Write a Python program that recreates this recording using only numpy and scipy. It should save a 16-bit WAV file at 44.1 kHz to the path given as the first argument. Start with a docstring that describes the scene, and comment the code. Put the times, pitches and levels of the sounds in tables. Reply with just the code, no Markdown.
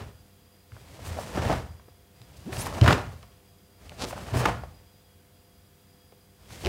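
"""A heavy cotton karate uniform swishes, flaps and cracks taut as its barefoot wearer steps and changes
stance three times, then starts a fourth move. Folds buckle in soft pops, the weave hisses as it rubs
and loose cloth flumps with trapped air. The soles thud, brush, squeak, slide and creak on a padded
floor that rings low. The quiet hall answers briefly; ventilation and a faint electrical hum fill
the pauses."""
import sys
import numpy as np
from scipy import signal
from scipy.fft import rfft, irfft, next_fast_len
from scipy.io import wavfile
from scipy.ndimage import map_coordinates

SR = 44100
rng = np.random.default_rng(int(sys.argv[2]) if len(sys.argv) > 2 else 0)


def to_wav(s):
    """Save 16-bit WAV."""
    ch = np.atleast_2d(s).T  # columns
    pcm = np.round(np.clip(ch, -1, 1) * 32767)  # PCM
    wavfile.write(sys.argv[1], SR, pcm.astype(np.int16))


N = 294588

# tone colour of a fold cracking taut: f/multiple of the fold's pitch, level/dB
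CRACK_SPECTRUM = [(.04, -36), (.12, -8), (.35, -9.5), (.7, 4), (1, 5.5), (1.4, -2.5), (2.2, -10), (4, -23),
                  (9, -34), (20, -44.5)]


def amp(db):
    """Decibels to gain."""
    return np.exp(np.asarray(db) * (np.log(10) / 20))


def unit(x):
    """Scale to rms 1."""
    return x / np.sqrt(np.mean(x ** 2) + 1e-20)


def along(points, hz):
    """Read (f/Hz, value) points on a log frequency axis."""
    f, v = np.transpose(points)
    return np.interp(np.log(hz + 1), np.log(f + 1), v)


def stroke(rows):
    """Cycles elapsed and gain of a short gliding contact, silent outside its span."""
    times, hz, db = np.transpose(rows)
    t = np.arange(N) / SR
    touching = (t > times[0]) & (t < times[-1])
    cycles = np.cumsum(np.interp(t, times, hz) * touching) / SR
    return cycles, amp(np.interp(t, times, db)) * touching


def wobble(rate):
    """A smooth random curve, rate knots a second."""
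    knots = rng.standard_normal(int(N * rate / SR) + 4)
    return map_coordinates(knots, [np.arange(N) * rate / SR])


def coloured(x, spectrum, size=8192):
    """x through a causal filter of unit energy with the given spectrum."""
    cepstrum = irfft(np.log(amp(along(spectrum, np.fft.rfftfreq(size, 1 / SR)))))
    cepstrum[1:size // 2] *= 2  # minimum phase keeps attacks sharp
    cepstrum[size // 2 + 1:] = 0
    response = irfft(np.exp(rfft(cepstrum)))
    return signal.fftconvolve(x, response / np.linalg.norm(response))[:N]


def noise(spectrum):
    """Coloured noise of rms 1."""
    return unit(coloured(rng.standard_normal(N), spectrum))


def grains(rate, spread_db):
    """Random tiny impulses of uneven size, rms 1."""
    chance, size = rng.random(N), rng.standard_normal(N)
    impulses = (chance < rate / SR) * rng.choice([-1, 1], N)
    return unit(impulses * amp(spread_db * np.clip(size, -2, 2)))


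def puff(spectrum, t60, size=4096):
    """A dying burst of coloured noise that starts at about rms 1."""
    t = np.arange(size) / SR
    colour = amp(along(spectrum, np.fft.rfftfreq(size, 1 / SR)))
    fall = amp(-60 * t / t60)
    burst = irfft(rfft(rng.standard_normal(size)) * colour) * fall
    return burst * np.linalg.norm(fall) / np.linalg.norm(burst)


def gesture(start, length, rise, grow, fall):
    """Envelope of one motion: it rises, grows to 1 at its end and falls, all slopes in dB a second."""
    t = np.arange(N) / SR - start
    attack_db = -rise * np.maximum(-t, 0) - grow * np.maximum(length - t, 0)
    return amp(attack_db - fall * np.maximum(t - length, 0))


def add(track, s, sound):
    """Mix a sound in at time s."""
    part = track[round(s * SR):][:len(sound)]
    part += sound[:len(part)]


def room_tone():
    """The bed: ventilation noise, a slightly unsteady electrical hum and thin, fluttering whines."""
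    # ventilation air: f/Hz, level/dB
    air_spectrum = [(20, -12.5), (45, -3), (88, -2.5), (125, -8.5), (200, -8.5), (300, -12.5), (500, -17.5),
                    (900, -21), (2000, -24.5), (3300, -25.5), (6000, -29), (15000, -27.5)]
    # hum tones: f/Hz, rms level/dB
    hum_tones = [(91.5, -64.5), (150.7, -72.5), (193.8, -70), (398.4, -74), (500.6, -71.5), (699.8, -75)]
    # electrical whines: f/Hz, width/Hz, rms level/dB
    whine_bands = [(3307, 33, -77.5), (4846, 24, -75.5), (4895, 14, -77)]
    t = np.arange(N) / SR
    hum, whine = np.zeros((2, N))
    for hz, db in hum_tones:
        hum += amp(db) * np.sqrt(2) * np.sin(2 * np.pi * hz * t + 0.89 * wobble(8.3))
    for hz, width, db in whine_bands:
        band = signal.butter(2, [hz - width / 2, hz + width / 2], "bandpass", fs=SR, output="sos")
        whine += amp(db) * unit(signal.sosfilt(band, rng.standard_normal(N)))
    return amp(-59) * noise(air_spectrum) + hum + whine


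def thrusts():
    """Flap, rub and floor-load envelopes as hips and arms drive into a stance, lock and settle."""
    # drives into a stance: t/s, length/s, cloth level at the lock/dB, floor load/dB
    drives = [(-.2, 0.15, -29, -30.5), (1.359, .17, -27.5, -28), (2.838, 0.084, -20.5, -22),
              (4.34, 0.14, -26, -26), (6.658, 0.12, -29.5, -25)]
    rise, grow = 499.5, 25  # dB/s
    flap, rub, load = np.zeros((3, N))
    for s, length, db, load_db in drives:
        drive = gesture(s, length, rise, grow, fall=181.5)
        settle = amp(db - 27) * gesture(s, length, rise, grow, fall=41)
        sway = gesture(s, length, rise, grow, fall=90.5)
        rub_db = -30 + 0.52 * db  # a harder thrust adds more flap than rub
        flap += (amp(db) * drive) ** 2 + settle ** 2
        rub += (amp(rub_db) * drive) ** 2 + (amp(-2.5) * settle) ** 2
        load += (amp(load_db) * sway) ** 2
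    return np.sqrt([flap, rub, load])


def cloth_rustle(flap_db, rub_db):
    """Folds buckle in dense soft pops while the weave rubs with a finer hiss."""
    # dull body of flapping cotton: f/Hz, level/dB
    flap_spectrum = [(88, -27), (150, 0), (343, -5.5), (661, -4.5), (818, -8.5), (972, -9), (1540, -14.5),
                     (1800, -13.5), (1980, -18.5), (2970, -20), (3540, -25.5), (5000, -26), (15000, -49.5)]
    # hiss of weave on weave: f/Hz, level/dB
    rub_spectrum = [(1180, -20.5), (2000, -5.5), (3320, -7.5), (4930, -9), (8550, -12), (15100, -22),
                    (15600, -23.5)]
    flutter_db = wobble(70)
    folds = coloured(grains(rate=900, spread_db=2.5), flap_spectrum)
    flapping = amp(-4) * folds + amp(-6) * noise(flap_spectrum)
    rubbing = coloured(grains(rate=9000, spread_db=4.5), rub_spectrum)
    return amp(flap_db + flutter_db) * flapping + amp(rub_db - 3 + 1.27 * flutter_db) * rubbing


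def floor_thuds(load_db):
    """Steps ring the floor, soft ones mostly in its lowest mode; shifting weight keeps it rumbling."""
    # modes of the padded floor: f/Hz, level/dB, t60/s
    mat_modes = [(85.6, -3.5, 0.15), (118.2, -2, 0.24), (146, -11.5, 0.051)]
    # footfalls: t/s, level/dB, softness/dB lost per higher mode
    footfalls = [(0.72, -35, 3), (1.073, -23, 17), (1.107, -22, 20), (1.384, -17.5, 7), (1.453, -16.5, 7.5),
                 (2.205, -43, -3.5), (2.378, -35, 4.5), (2.513, -31, 1), (2.573, -29, -1), (2.811, -4, 0.5),
                 (2.871, -14.5, 0), (4.32, -22.5, -1), (4.352, -14.5, 1), (4.383, -22.5, -3.5),
                 (6.506, -42, -2), (6.664, -18, -1)]
    # floor rumble under shifting weight: f/Hz, level/dB
    rumble_spectrum = [(20, -40), (40, -12), (55, -1.5), (85, 2.5), (120, -3.5), (170, -11), (260, -27),
                       (500, -56), (1500, -95.5)]
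    thuds, t = np.zeros(N), np.arange(SR // 2) / SR
    modes = np.array([(-1) ** k * amp(db - 60 * t / t60) * np.sin(2 * np.pi * hz * t)
                      for k, (hz, db, t60) in enumerate(mat_modes)])
    modes *= 1 - np.exp(-t / 0.002)  # the padding softens the blow
    for s, db, soft_db in footfalls:
        add(thuds, s, amp(db - soft_db * np.arange(len(modes))) @ modes)
    sway = amp(load_db - 3)
    sway /= np.hypot(1, sway / amp(-23.5))  # the mat gives only so far
    return thuds + sway * noise(rumble_spectrum)


def cloth_snaps():
    """Cloth draws taut over a moment; a smaller, tighter fold cracks higher and brighter."""
    # folds pulling taut: t/s, relative level/dB, t60/s, pitch/Hz
    taut_folds = [(.72, -42.5, 0.016, 1520), (.765, -44, 0.043, 890), (.992, -36.5, 0.026, 680),
                  (1.168, -33, 0.11, 700), (1.187, -23, 0.055, 724), (1.211, -35, 0.045, 900),
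                  (1.374, -25.5, 0.028, 840), (1.449, -27, 0.08, 695), (1.497, -18.5, 0.11, 690),
                  (1.524, -24.5, 0.11, 940), (1.797, -45, 0.025, 1020), (1.882, -45, 0.044, 614),
                  (2.528, -29.5, .026, 1830), (2.667, -24, 0.035, 1070), (2.777, -28.5, 0.074, 740),
                  (2.862, -12.5, 0.024, 1590), (2.877, -10, 0.067, 1394), (2.906, -10, 0.032, 1150),
                  (2.926, -15, 0.033, 1085), (3.229, -45.5, .064, 1050), (3.918, -38, .03, 895),
                  (4.109, -29.5, .017, 1390), (4.128, -25.5, 0.026, 710), (4.178, -29.5, 0.015, 1060),
                  (4.287, -29.5, 0.026, 700), (4.342, -22, 0.025, 500), (4.4546, -11, 0.013, 1390),
                  (4.4577, -13, 0.035, 1002), (4.484, -20.5, .094, 930), (4.636, -27.5, 0.024, 890),
                  (6.122, -45.5, 0.053, 550), (6.505, -40, 0.016, 1510)]
    out = np.zeros(N)
    for s, db, t60, hz in taut_folds:
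        crack = puff(np.array(CRACK_SPECTRUM) * [hz, 1], t60)
        attack_s = 0.011 * t60  # slack folds tighten more slowly
        swell = 1 - np.exp(-np.arange(len(crack)) / SR / attack_s)
        add(out, s, amp(db - 1) * crack * swell)
    return out


def strides():
    """Flap, rub and floor-load envelopes as the body leans and a leg swings through."""
    # leg swings: t/s, lean before it/s, lean level/dB, length/s, flap level/dB, rub level/dB
    swings = [(1.065, .33, -49.5, 0.51, -41.5, -47.5), (2.533, 0.37, -53, 0.26, -36.5, -45.5),
              (4.004, .19, -52, 0.39, -42, -49.5), (6.512, 0.1, -59.5, .16, -49.5, -47)]
    rise, fall = 334, 198  # dB/s
    flap, rub, load = np.zeros((3, N))
    for s, lean_s, lean_db, length, flap_db, rub_db in swings:
        lean = amp(lean_db) * gesture(s - lean_s, lean_s, rise, grow=25, fall=fall)
        swing = gesture(s, length, rise, grow=0, fall=fall)
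        flap += lean ** 2 + (amp(flap_db) * swing) ** 2
        rub += (amp(-2.5) * lean) ** 2 + (amp(rub_db) * swing) ** 2
        load += (amp(7) * lean) ** 2 + (amp(flap_db + 0.5) * swing) ** 2
    return np.sqrt([flap, rub, load])


def cloth_creases(leg_flap, count=130, per_second=19, centre_hz=798):
    """Small folds catch at uneven moments, as loud as the leg's motion makes them."""
    out = np.zeros(N)
    for k, (jitter, size, detune) in enumerate(rng.uniform(-1, 1, (count, 3))):
        s = (k + 1 + jitter) / per_second
        hz = centre_hz * 2 ** (0.5 * detune)
        crack = puff(np.array(CRACK_SPECTRUM) * [hz, 1], t60=0.019)
        add(out, s, amp(4 + 0.5 * size) * crack)
    return leg_flap * out


def slaps():
    """Skin and hems strike with a short bright tick."""
    # tone colour of a slap: f/Hz, level/dB
    slap_spectrum = [(40, -39), (200, -7), (900, -4.5), (2800, 4), (5000, -5), (8000, -15.5),
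                     (11000, -22.5), (15000, -33)]
    # skin and hem hits: t/s, level/dB, t60/s
    hits = [(1.063, -39, .0073), (2.217, -43, .009), (2.569, -31, 0.01), (2.618, -32.5, 0.0086),
            (2.661, -33, 0.014), (2.8131, -17.5, .008), (2.926, -18, .008), (2.93, -15, 0.0082),
            (3.229, -46, 0.013), (3.895, -35, .0082), (4.458, -16.5, .008), (6.122, -54.5, .01),
            (6.649, -23.5, 0.0079), (6.6604, -20, 0.0068), (6.67, -18.5, 0.0033)]
    out = np.zeros(N)
    for s, db, t60 in hits:
        add(out, s, amp(db) * puff(slap_spectrum, t60))
    return out


def sole_brush():
    """A skimming sole hisses more as it speeds up, then stops."""
    # hiss of skin on the mat: f/Hz, level/dB
    scuff_spectrum = [(300, -36.5), (2000, -5), (5000, 0), (9000, -0.5), (12000, -6.5), (15500, -8)]
    # skims: t at the fastest/s, level/dB, swell/s, stop/s
    skims = [(1.075, -47.5, .02, 0.015), (1.21, -47.5, .02, 0.021), (2.372, -54.5, .004, 0.0074),
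             (2.541, -48.5, .015, 0.018), (2.612, -40, .033, 0.016), (2.667, -41, .01, 0.0064),
             (4.102, -45.5, .025, .01), (4.398, -40, .03, .014)]
    t, speed = np.arange(N) / SR, np.zeros(N)
    for s, db, swell, stop in skims:
        width = np.where(t < s, swell, stop)
        speed += amp(db) * np.exp(-0.5 * ((t - s) / width) ** 2)
    roughness = amp(1.9 * wobble(300))
    return speed * roughness * noise(scuff_spectrum)


def cloth_billows(attack_s=0.0014):
    """Loose cloth traps air with a soft, low flump."""
    # trouser legs and jacket skirts filling with air: t/s, level/dB, t60/s, pitch/Hz
    air_pockets = [(1.376, -16.5, 0.024, 296), (1.451, -26, 0.053, 380), (1.5, -22, 0.12, 278),
                   (2.818, -15.5, 0.057, 330), (2.872, -14.5, 0.068, 229), (4.033, -30, 0.11, 450),
                   (4.354, -25, 0.073, 280), (4.456, -22, .056, 330), (6.636, -32.5, .03, 397),
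                   (6.655, -26.5, 0.071, 380), (6.665, -24, 0.08, 396)]
    out = np.zeros(N)
    for s, db, t60, hz in air_pockets:
        spectrum = [(hz / 5, -30), (hz * 0.37, -5), (hz, 0),
                    (hz * 1.6, -8), (hz * 5, -40), (hz * 20, -80)]
        flump = puff(spectrum, t60)
        swell = 1 - np.exp(-np.arange(len(flump)) / SR / attack_s)
        add(out, s, amp(db) * flump * swell)
    return out


def sole_squeak():
    """Skin twisting on the mat gives a low rising note."""
    # glide of the twisting sole: t/s, f/Hz, level/dB
    twist = [(2.445, 130, -50), (2.468, 180, -33.5), (2.481, 245, -33), (2.49, 330, -35),
             (2.507, 390, -37.5), (2.516, 410, -53.5)]
    cycles, gain = stroke(twist)
    phase = 2 * np.pi * cycles
    note = np.sin(phase) + amp(-13) * np.sin(2 * phase)
    return gain * amp(1.7 * wobble(81)) * note


def sole_slide():
    """The mat's fine ribs whistle as two parts of the foot judder across them at different speeds."""
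    # whistle under the faster part of the foot: t/s, f/Hz, level/dB
    whistle = [(2.582, 7860, -45.5), (2.594, 8320, -46.5), (2.607, 9300, -34.5), (2.618, 10500, -37.5),
               (2.645, 12680, -48.5)]
    cycles, gain = stroke(whistle)
    fast = np.sin(2 * np.pi * cycles + 1.2 * wobble(1100))
    slow = np.sin(2 * np.pi * 0.62 * cycles + 1.2 * wobble(1100))
    return gain * (fast + amp(-7) * slow)


def sole_creak(jitter_cycles=0.11):
    """A peeling sole sticks and slips; every slip is a sharp click with a small knock in the mat."""
    # the sole peeling off: t/s, slip rate/Hz, relative level/dB
    peel = [(3.981, 262, -44.5), (3.997, 270, -29), (4.012, 288, -25), (4.021, 270, -15), (4.032, 250, -23),
            (4.045, 267, -20.5), (4.053, 310, -26)]
    click_spectrum = [(100, -25.5), (270, 4.5), (900, 6), (1800, -3.5),
                      (4500, 1), (7500, -8), (11000, -14.5), (15000, -29)]
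    cycles, gain = stroke(peel)
    slips = np.diff(np.floor(cycles + jitter_cycles * wobble(250)), prepend=0)
    strength = gain * amp(1.46 * rng.standard_normal(N))
    return amp(8) * coloured(-slips * strength, click_spectrum)


def hall(x):
    """The hall's short reverb, each frequency dying at its own speed."""
    # reverb decay: f/Hz, t60/s
    decay_times = [(80, 0.6), (130, 0.49), (300, 0.33), (1500, 0.49), (5000, 0.23), (14000, 0.18)]
    hz, t, bands = signal.stft(rng.standard_normal(SR), SR, nperseg=256)
    decay = amp(-60 * t / along(decay_times, hz)[:, None])
    tail = signal.istft(bands * decay, SR, nperseg=256)[1]
    predelayed = np.pad(x, (SR // 100, 0))  # 10 ms
    return signal.fftconvolve(predelayed, tail / np.linalg.norm(tail))[:N]


def scene():
    """Strides and thrusts drive cloth and floor; with the soles they sound in the hall, in mono."""
    legs = strides()
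    flap_db, rub_db, load_db = 20 * np.log10(np.hypot(legs, thrusts()) + 1e-9)
    cloth = cloth_rustle(flap_db, rub_db) + cloth_creases(legs[0]) + cloth_snaps() + cloth_billows()
    soles = slaps() + sole_brush() + sole_creak() + sole_squeak() + sole_slide()
    direct = cloth + soles + floor_thuds(load_db)
    return (direct + amp(-14) * hall(direct) + room_tone())[None]


def record(dry):
    """A low cut thins the deepest bass; a brick-wall high cut removes the very top."""
    low_cut_hz, high_cut_hz = 46, 15800
    thinned = signal.sosfilt(signal.butter(3, low_cut_hz, "highpass", fs=SR, output="sos"), dry)
    size = next_fast_len(N + SR // 2)
    passband = np.fft.rfftfreq(size, 1 / SR) < high_cut_hz
    return irfft(rfft(thinned, size) * passband, size)[:, :N]


dry = scene()
out = record(dry)
to_wav(out)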